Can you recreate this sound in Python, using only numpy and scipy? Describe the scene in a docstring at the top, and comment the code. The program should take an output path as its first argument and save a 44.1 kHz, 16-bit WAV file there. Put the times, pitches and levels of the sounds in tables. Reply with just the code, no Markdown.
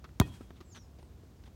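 """On an open paved yard, a volleyball is bumped once off the forearms: skin slaps, the ball squashes,
springs free and the air inside it rings. The ground and a line of trees scatter the hit back.
Shoes tap and scuff on the paving, and a small bird whistles thin falling notes.
A distant rumble and a faint hiss of leaves lie under it all."""
import sys
import numpy as np
from scipy import signal
from scipy.fft import rfft, irfft
from scipy.io import wavfile

SR = 44100
rng = np.random.default_rng(int(sys.argv[2]) if len(sys.argv) > 2 else 0)


def file_out(sig):
    """Save sig as 16-bit WAV at sys.argv[1]."""
    # one column per channel
    cols = np.atleast_2d(sig).T
    # limit, then scale
    lim = np.clip(cols, -1, 1)
    pcm = np.round(lim * 32767).astype(np.int16)
    wavfile.write(sys.argv[1], SR, pcm)


N = 68355
T = np.arange(N) / SR
FREQS = np.fft.rfftfreq(N, 1 / SR)


def amp(db):
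    """Turns decibels into a gain."""
    return 10 ** (np.asarray(db) / 20)


def unit(x):
    """Scales a signal to an average (rms) level of 1."""
    return x / np.sqrt(np.mean(x ** 2) + 1e-20)


def read(points, hz):
    """Looks up a frequency in a table, blending between rows on a log-frequency axis."""
    freqs, values = np.transpose(points)
    return np.interp(np.log(hz + 1), np.log(freqs + 1), values)


def add(mix, start_s, sound):
    """Mixes a sound in at the given time."""
    part = mix[max(round(start_s * SR), 0):][:len(sound)]
    part += sound[:len(part)]


def noise(colour):
    """Noise of level 1. Its colour says how strong each frequency is next to the others."""
    return unit(irfft(rfft(rng.standard_normal(N)) * amp(read(colour, FREQS)), N))


def wander(hz):
    """A smooth random wobble of level 1, mostly slower than hz."""
    return unit(irfft(rfft(rng.standard_normal(N)) * np.exp(-(FREQS / hz) ** 2), N))


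def fade(fade_s, t=T):
    """Dies away by 60 dB over the fade time."""
    return np.exp(-np.log(1000) * t / fade_s)


def hump(centre_s, width_s):
    """A smooth, bell-shaped rise and fall."""
    return np.exp(-((T - centre_s) / width_s) ** 2 / 2)


def click(colour, size=2048):
    """A click of the given colour, with its energy (1 in all) packed at the start."""
    log_gain = np.log(amp(read(colour, abs(np.fft.fftfreq(size, 1 / SR)))))
    spectrum = np.exp(np.conj(signal.hilbert(log_gain)))
    pulse = np.fft.ifft(spectrum).real[:size // 2]
    return pulse / np.linalg.norm(pulse)


def ring(tones):
    """Pure tones that start together and die away."""
    return sum(amp(db) * fade(fade_s) * np.sin(2 * np.pi * hz * T) for hz, db, fade_s in tones)


def outdoors(bump_s=1.7, bump_hz=94):
    """Distant rumble and faint leaf hiss waver slightly."""
    # colour of the rumble and hiss: (frequency [Hz], level [dB])
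    background = [(20, -33), (40, -5), (65, 2), (110, -8), (300, -16.5), (500, -24.5), (1000, -31),
                  (2000, -39), (4000, -41), (6500, -42.5), (10000, -49.5), (16000, -48)]
    bump = amp(-45.5) * hump(bump_s, width_s=0.0098) * np.cos(2 * np.pi * bump_hz * (T - bump_s))
    return bump + amp(-52.5 + 0.37 * wander(hz=16)) * noise(background)


def footsteps(rise_s=0.0013):
    """Each shoe lands with a thud, a tap of the sole and a crunch of grit."""
    # footfalls: (time [s], thud level [dB], tap level [dB], tap pitch [Hz], grit level [dB], decay [s])
    steps = [(0.042, -43, -47, 1280, -54, 0.0086), (0.09, -64, -55.5, 1400, -63, 0.0024),
             (.408, -41, -56, 1290, -66, 0.0097), (0.505, -41, -45.5, 1020, -60.5, 0.0033),
             (0.604, -51, -53, 1140, -60, 0.0081), (0.609, -47, -55, 1250, -55.5, 0.0057),
             (0.986, -58.5, -60, 650, -64, 0.02), (1.027, -54, -57, 860, -63.5, 0.0038),
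             (1.234, -53, -71, 604, -82, 0.014), (1.317, -52, -66, 700, -86, 0.0046),
             (1.437, -58, -60, 1600, -60.5, 0.0045), (1.476, -49.5, -58, 780, -64.5, 0.0047)]
    # colour of the sole's tap: (multiple of its pitch, level [dB])
    tap_colour = [(.27, -10.5), (.7, -6.5), (1, 3), (1.35, -8), (2.7, -22), (7, -49)]
    # colours of the thud and the grit: (frequency [Hz], level [dB])
    thud_colour = [(60, -21), (190, 4), (350, 5), (540, -24), (2000, -48)]
    grit_colour = [(600, -35), (1800, 5.5), (3800, 3), (6500, -4), (9000, -18.5), (16000, -14)]
    out = np.zeros(N)
    for start_s, thud_db, tap_db, tap_hz, grit_db, decay_s in steps:
        tap = amp(tap_db) * noise([(tap_hz * multiple, db) for multiple, db in tap_colour])
        thud = amp(thud_db) * noise(thud_colour)
        grit = amp(grit_db) * noise(grit_colour)
        blow = np.minimum(T / rise_s, 1) * np.exp(-np.maximum(T - rise_s, 0) / decay_s)
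        add(out, start_s, blow * (thud + tap + grit))
    return out


def slap(crackle_hz=4640):
    """Skin meets the ball: a crack, its reflection, and a bright crackle as the contact spreads."""
    # the crack and its reflection off the paving, just under a millisecond later: (delay [s], level [dB])
    clicks = [(0, -18.5), (.0009, -0.5)]
    # colour of the slap: (frequency [Hz], level [dB])
    slap_colour = [(150, 11), (490, -6), (640, 15), (1000, 4.5), (1300, 11.5), (1750, -2.5), (2200, 10.5),
                   (2840, -7.5), (3250, 3.5), (3700, 7.5), (4300, -11.5), (5100, -5), (6000, -1),
                   (7100, -5.5), (8000, -13), (9500, -7), (16000, -10)]
    treble_only = signal.butter(2, crackle_hz, "high", fs=SR, output="sos")
    contact = 0.12 * signal.sosfilt(treble_only, rng.standard_normal(N)) * fade(0.015)
    for delay_s, db in clicks:
        add(contact, delay_s, amp([db]))
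    return -signal.fftconvolve(contact, click(slap_colour))[:N]


def cover_buzz():
    """The ball's cover buzzes while it is pressed."""
    # colour of the buzz: (frequency [Hz], level [dB])
    buzz_colour = [(2700, -28), (3200, 5.5), (3750, 0), (4400, -28)]
    return amp(-40) * noise(buzz_colour) * fade(0.05)


def ground_bounce(sound, dip_hz=499, width_hz=180):
    """Sound bouncing off the paving arrives out of step and cancels one band of the lower middle."""
    return signal.lfilter(*signal.iirnotch(dip_hz, dip_hz / width_hz, fs=SR), sound)


def yard_echoes(near_rise_s=0.0029, far_rise_s=0.0063):
    """The hit comes back from the ground and shrubs, as a low tail, and as soft echoes from trees."""
    # colours of the near scatter, the yard's tail and the leafy echoes: (frequency [Hz], level [dB])
    near_colour = [(100, 1), (330, 15), (520, -11), (2800, -4.5), (3500, 1), (4600, -6.5), (7000, -9),
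                   (10000, -19), (16000, -20)]
    tail_colour = [(30, -11), (65, 0), (130, -1.5), (300, -3), (500, -23.5), (1000, -26), (1700, -43),
                   (3500, -37.5), (6000, -52), (16000, -49)]
    leaf_colour = [(300, -6), (1300, 4.5), (5000, -2.5), (8500, -2.5), (16000, -16)]
    # how long the tail lingers: (frequency [Hz], fade time [s])
    tail_fades = [(70, 0.93), (250, 0.31), (1000, 0.53), (3500, 0.87), (12000, 0.49)]
    # echoes from the trees: (delay [s], spread [s], level [dB])
    trees = [(.076, 0.017, -61), (0.146, 0.02, -62), (.22, 0.041, -69)]
    near = amp(-39) * noise(near_colour) * fade(0.11) * np.minimum(T / near_rise_s, 1)
    # split noise into bands so that each fades at its own speed
    hz, times, bands = signal.stft(noise(tail_colour), SR, nperseg=1024)
    bands *= fade(read(tail_fades, hz)[:, None], times)
    tail = amp(-34.5) * signal.istft(bands, SR)[1][:N]
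    echoes = sum(amp(db) * hump(delay_s, spread_s) for delay_s, spread_s, db in trees)
    return near + np.minimum(T / far_rise_s, 1) * (tail + echoes * noise(leaf_colour))


def squash(start_hz=325, rest_hz=65.7, drop_s=0.0031, length_s=0.012):
    """A falling thump: the squashed ball swings more slowly as more of it touches the skin."""
    hz = rest_hz + (start_hz - rest_hz) * np.exp(-T / drop_s)
    return amp(-11) * np.exp(-(T / length_s) ** 2) * np.sin(2 * np.pi * np.cumsum(hz) / SR)


def ball_ring(rise_s=0.0011):
    """The ball rings hollow. It is not quite round, so each air tone has a twin and the two pulse."""
    # short hollow ring: (pitch [Hz], level [dB], fade time [s])
    hollow = [(390, -21, 0.042), (760, -20, 0.018), (1002, -20, 0.028), (1190, -23.5, 0.024),
              (1420, -26, 0.019)]
    # air ringing inside: (pitch [Hz], level of the pair [dB], fade time [s], gap between twins [Hz])
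    air_tones = [(1858, -43, .135, 1.7), (2516, -47, 0.23, 4.7), (3267, -51, 0.59, 8.3),
                 (4340, -51.5, 0.062, 2)]
    twins = [(hz + side * gap / 2, db, fade_s) for hz, db, fade_s, gap in air_tones for side in (-1, 1)]
    return np.minimum(T / rise_s, 1) * (ring(hollow) + ring(twins) / 2)


def release(delay_s=0.015):
    """The ball springs free with a low pop; its cover peels off the skin with a faint hiss."""
    peel = amp(-47) * rng.standard_normal(N) * hump(delay_s, width_s=0.0016)
    pop = amp(-22) * hump(delay_s, width_s=0.00065)
    return peel - pop


def scuffs(grain_db=2):
    """Soles slide over the paving with a grainy rasp that grows and eases with the pressure."""
    # sliding soles: (time [s], length [s], level [dB])
    slides = [(.555, .04, -66.5), (0.745, 0.047, -53), (1.453, 0.033, -64.5)]
    # colour of the rasp: (frequency [Hz], level [dB])
    rasp_colour = [(150, -21), (400, 1), (1900, -1), (2480, -3.5), (3500, 1.5), (4750, -8), (9000, -17),
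                   (16000, -33)]
    out = np.zeros(N)
    for start_s, length_s, db in slides:
        pressure = np.sqrt(np.interp(T / length_s, [0, 0.4, 1], [0, 1, 0]))
        rasp = unit(noise(rasp_colour) * amp(grain_db * wander(hz=352)))
        add(out, start_s, amp(db) * pressure * rasp)
    return out


def bird(waver=0.004, flutter_db=2.0, edge_s=0.0033):
    """Thin gliding whistles from both sides of the bird's voice box, blurred by leaves."""
    # one list of points for each whistle: (time [s], pitch [Hz], level [dB])
    whistles = [
        [(.638, 7790, -84), (.695, 7550, -71), (.712, 7060, -66.5), (.73, 6560, -62), (.75, 6180, -65),
         (.82, 5450, -68), (.872, 4930, -87)],
        [(.72, 6700, -68), (.727, 5800, -68), (.735, 4900, -73), (.748, 4350, -75)],
        [(.708, 5800, -73), (.718, 5050, -72), (.732, 4400, -80)],
        [(.718, 7350, -73), (.74, 7070, -76), (.772, 6860, -81)],
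        [(.778, 6050, -75), (.809, 6700, -75), (.843, 6920, -78.5), (.878, 6720, -86)],
        [(.99, 10100, -89), (1.025, 8950, -79), (1.08, 7850, -91)],
    ]
    out = np.zeros(N)
    for curve in whistles:
        times, hz, db = np.transpose(curve)
        pitch = np.interp(T, times, hz) * (1 + waver * wander(hz=145))
        on_off = np.clip(np.minimum(T - times[0], times[-1] - T) / edge_s, 0, 1)
        level = amp(np.interp(T, times, db) + flutter_db * wander(hz=81))
        out += on_off * level * np.sqrt(2) * np.sin(2 * np.pi * np.cumsum(pitch) / SR)
    leaves = rng.standard_normal(N) * fade(0.23)
    return out + amp(-6) * signal.fftconvolve(out, leaves / np.linalg.norm(leaves))[:N]


def scene(hit_s=0.1993):
    """The open air, the players' feet, the bird and one bump of the ball, in one channel."""
    out = outdoors() + footsteps() + scuffs() + bird()
    ball = slap() + cover_buzz() + release()
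    add(ball, start_s=0.0021, sound=squash())
    add(ball, start_s=0.0128, sound=ball_ring())
    add(out, hit_s, ground_bounce(ball) + yard_echoes())
    return out[None]


def record(dry, low_hz=47.5, high_hz=16400):
    """Softens the deepest bass and cuts off the highest treble."""
    bass_cut = signal.butter(2, low_hz, "high", fs=SR, output="sos")
    treble_cut = signal.firwin(255, high_hz, window=("kaiser", 9), fs=SR)
    return signal.oaconvolve(signal.sosfilt(bass_cut, dry), treble_cut[None], "same")


dry = scene()
out = record(dry)
file_out(out)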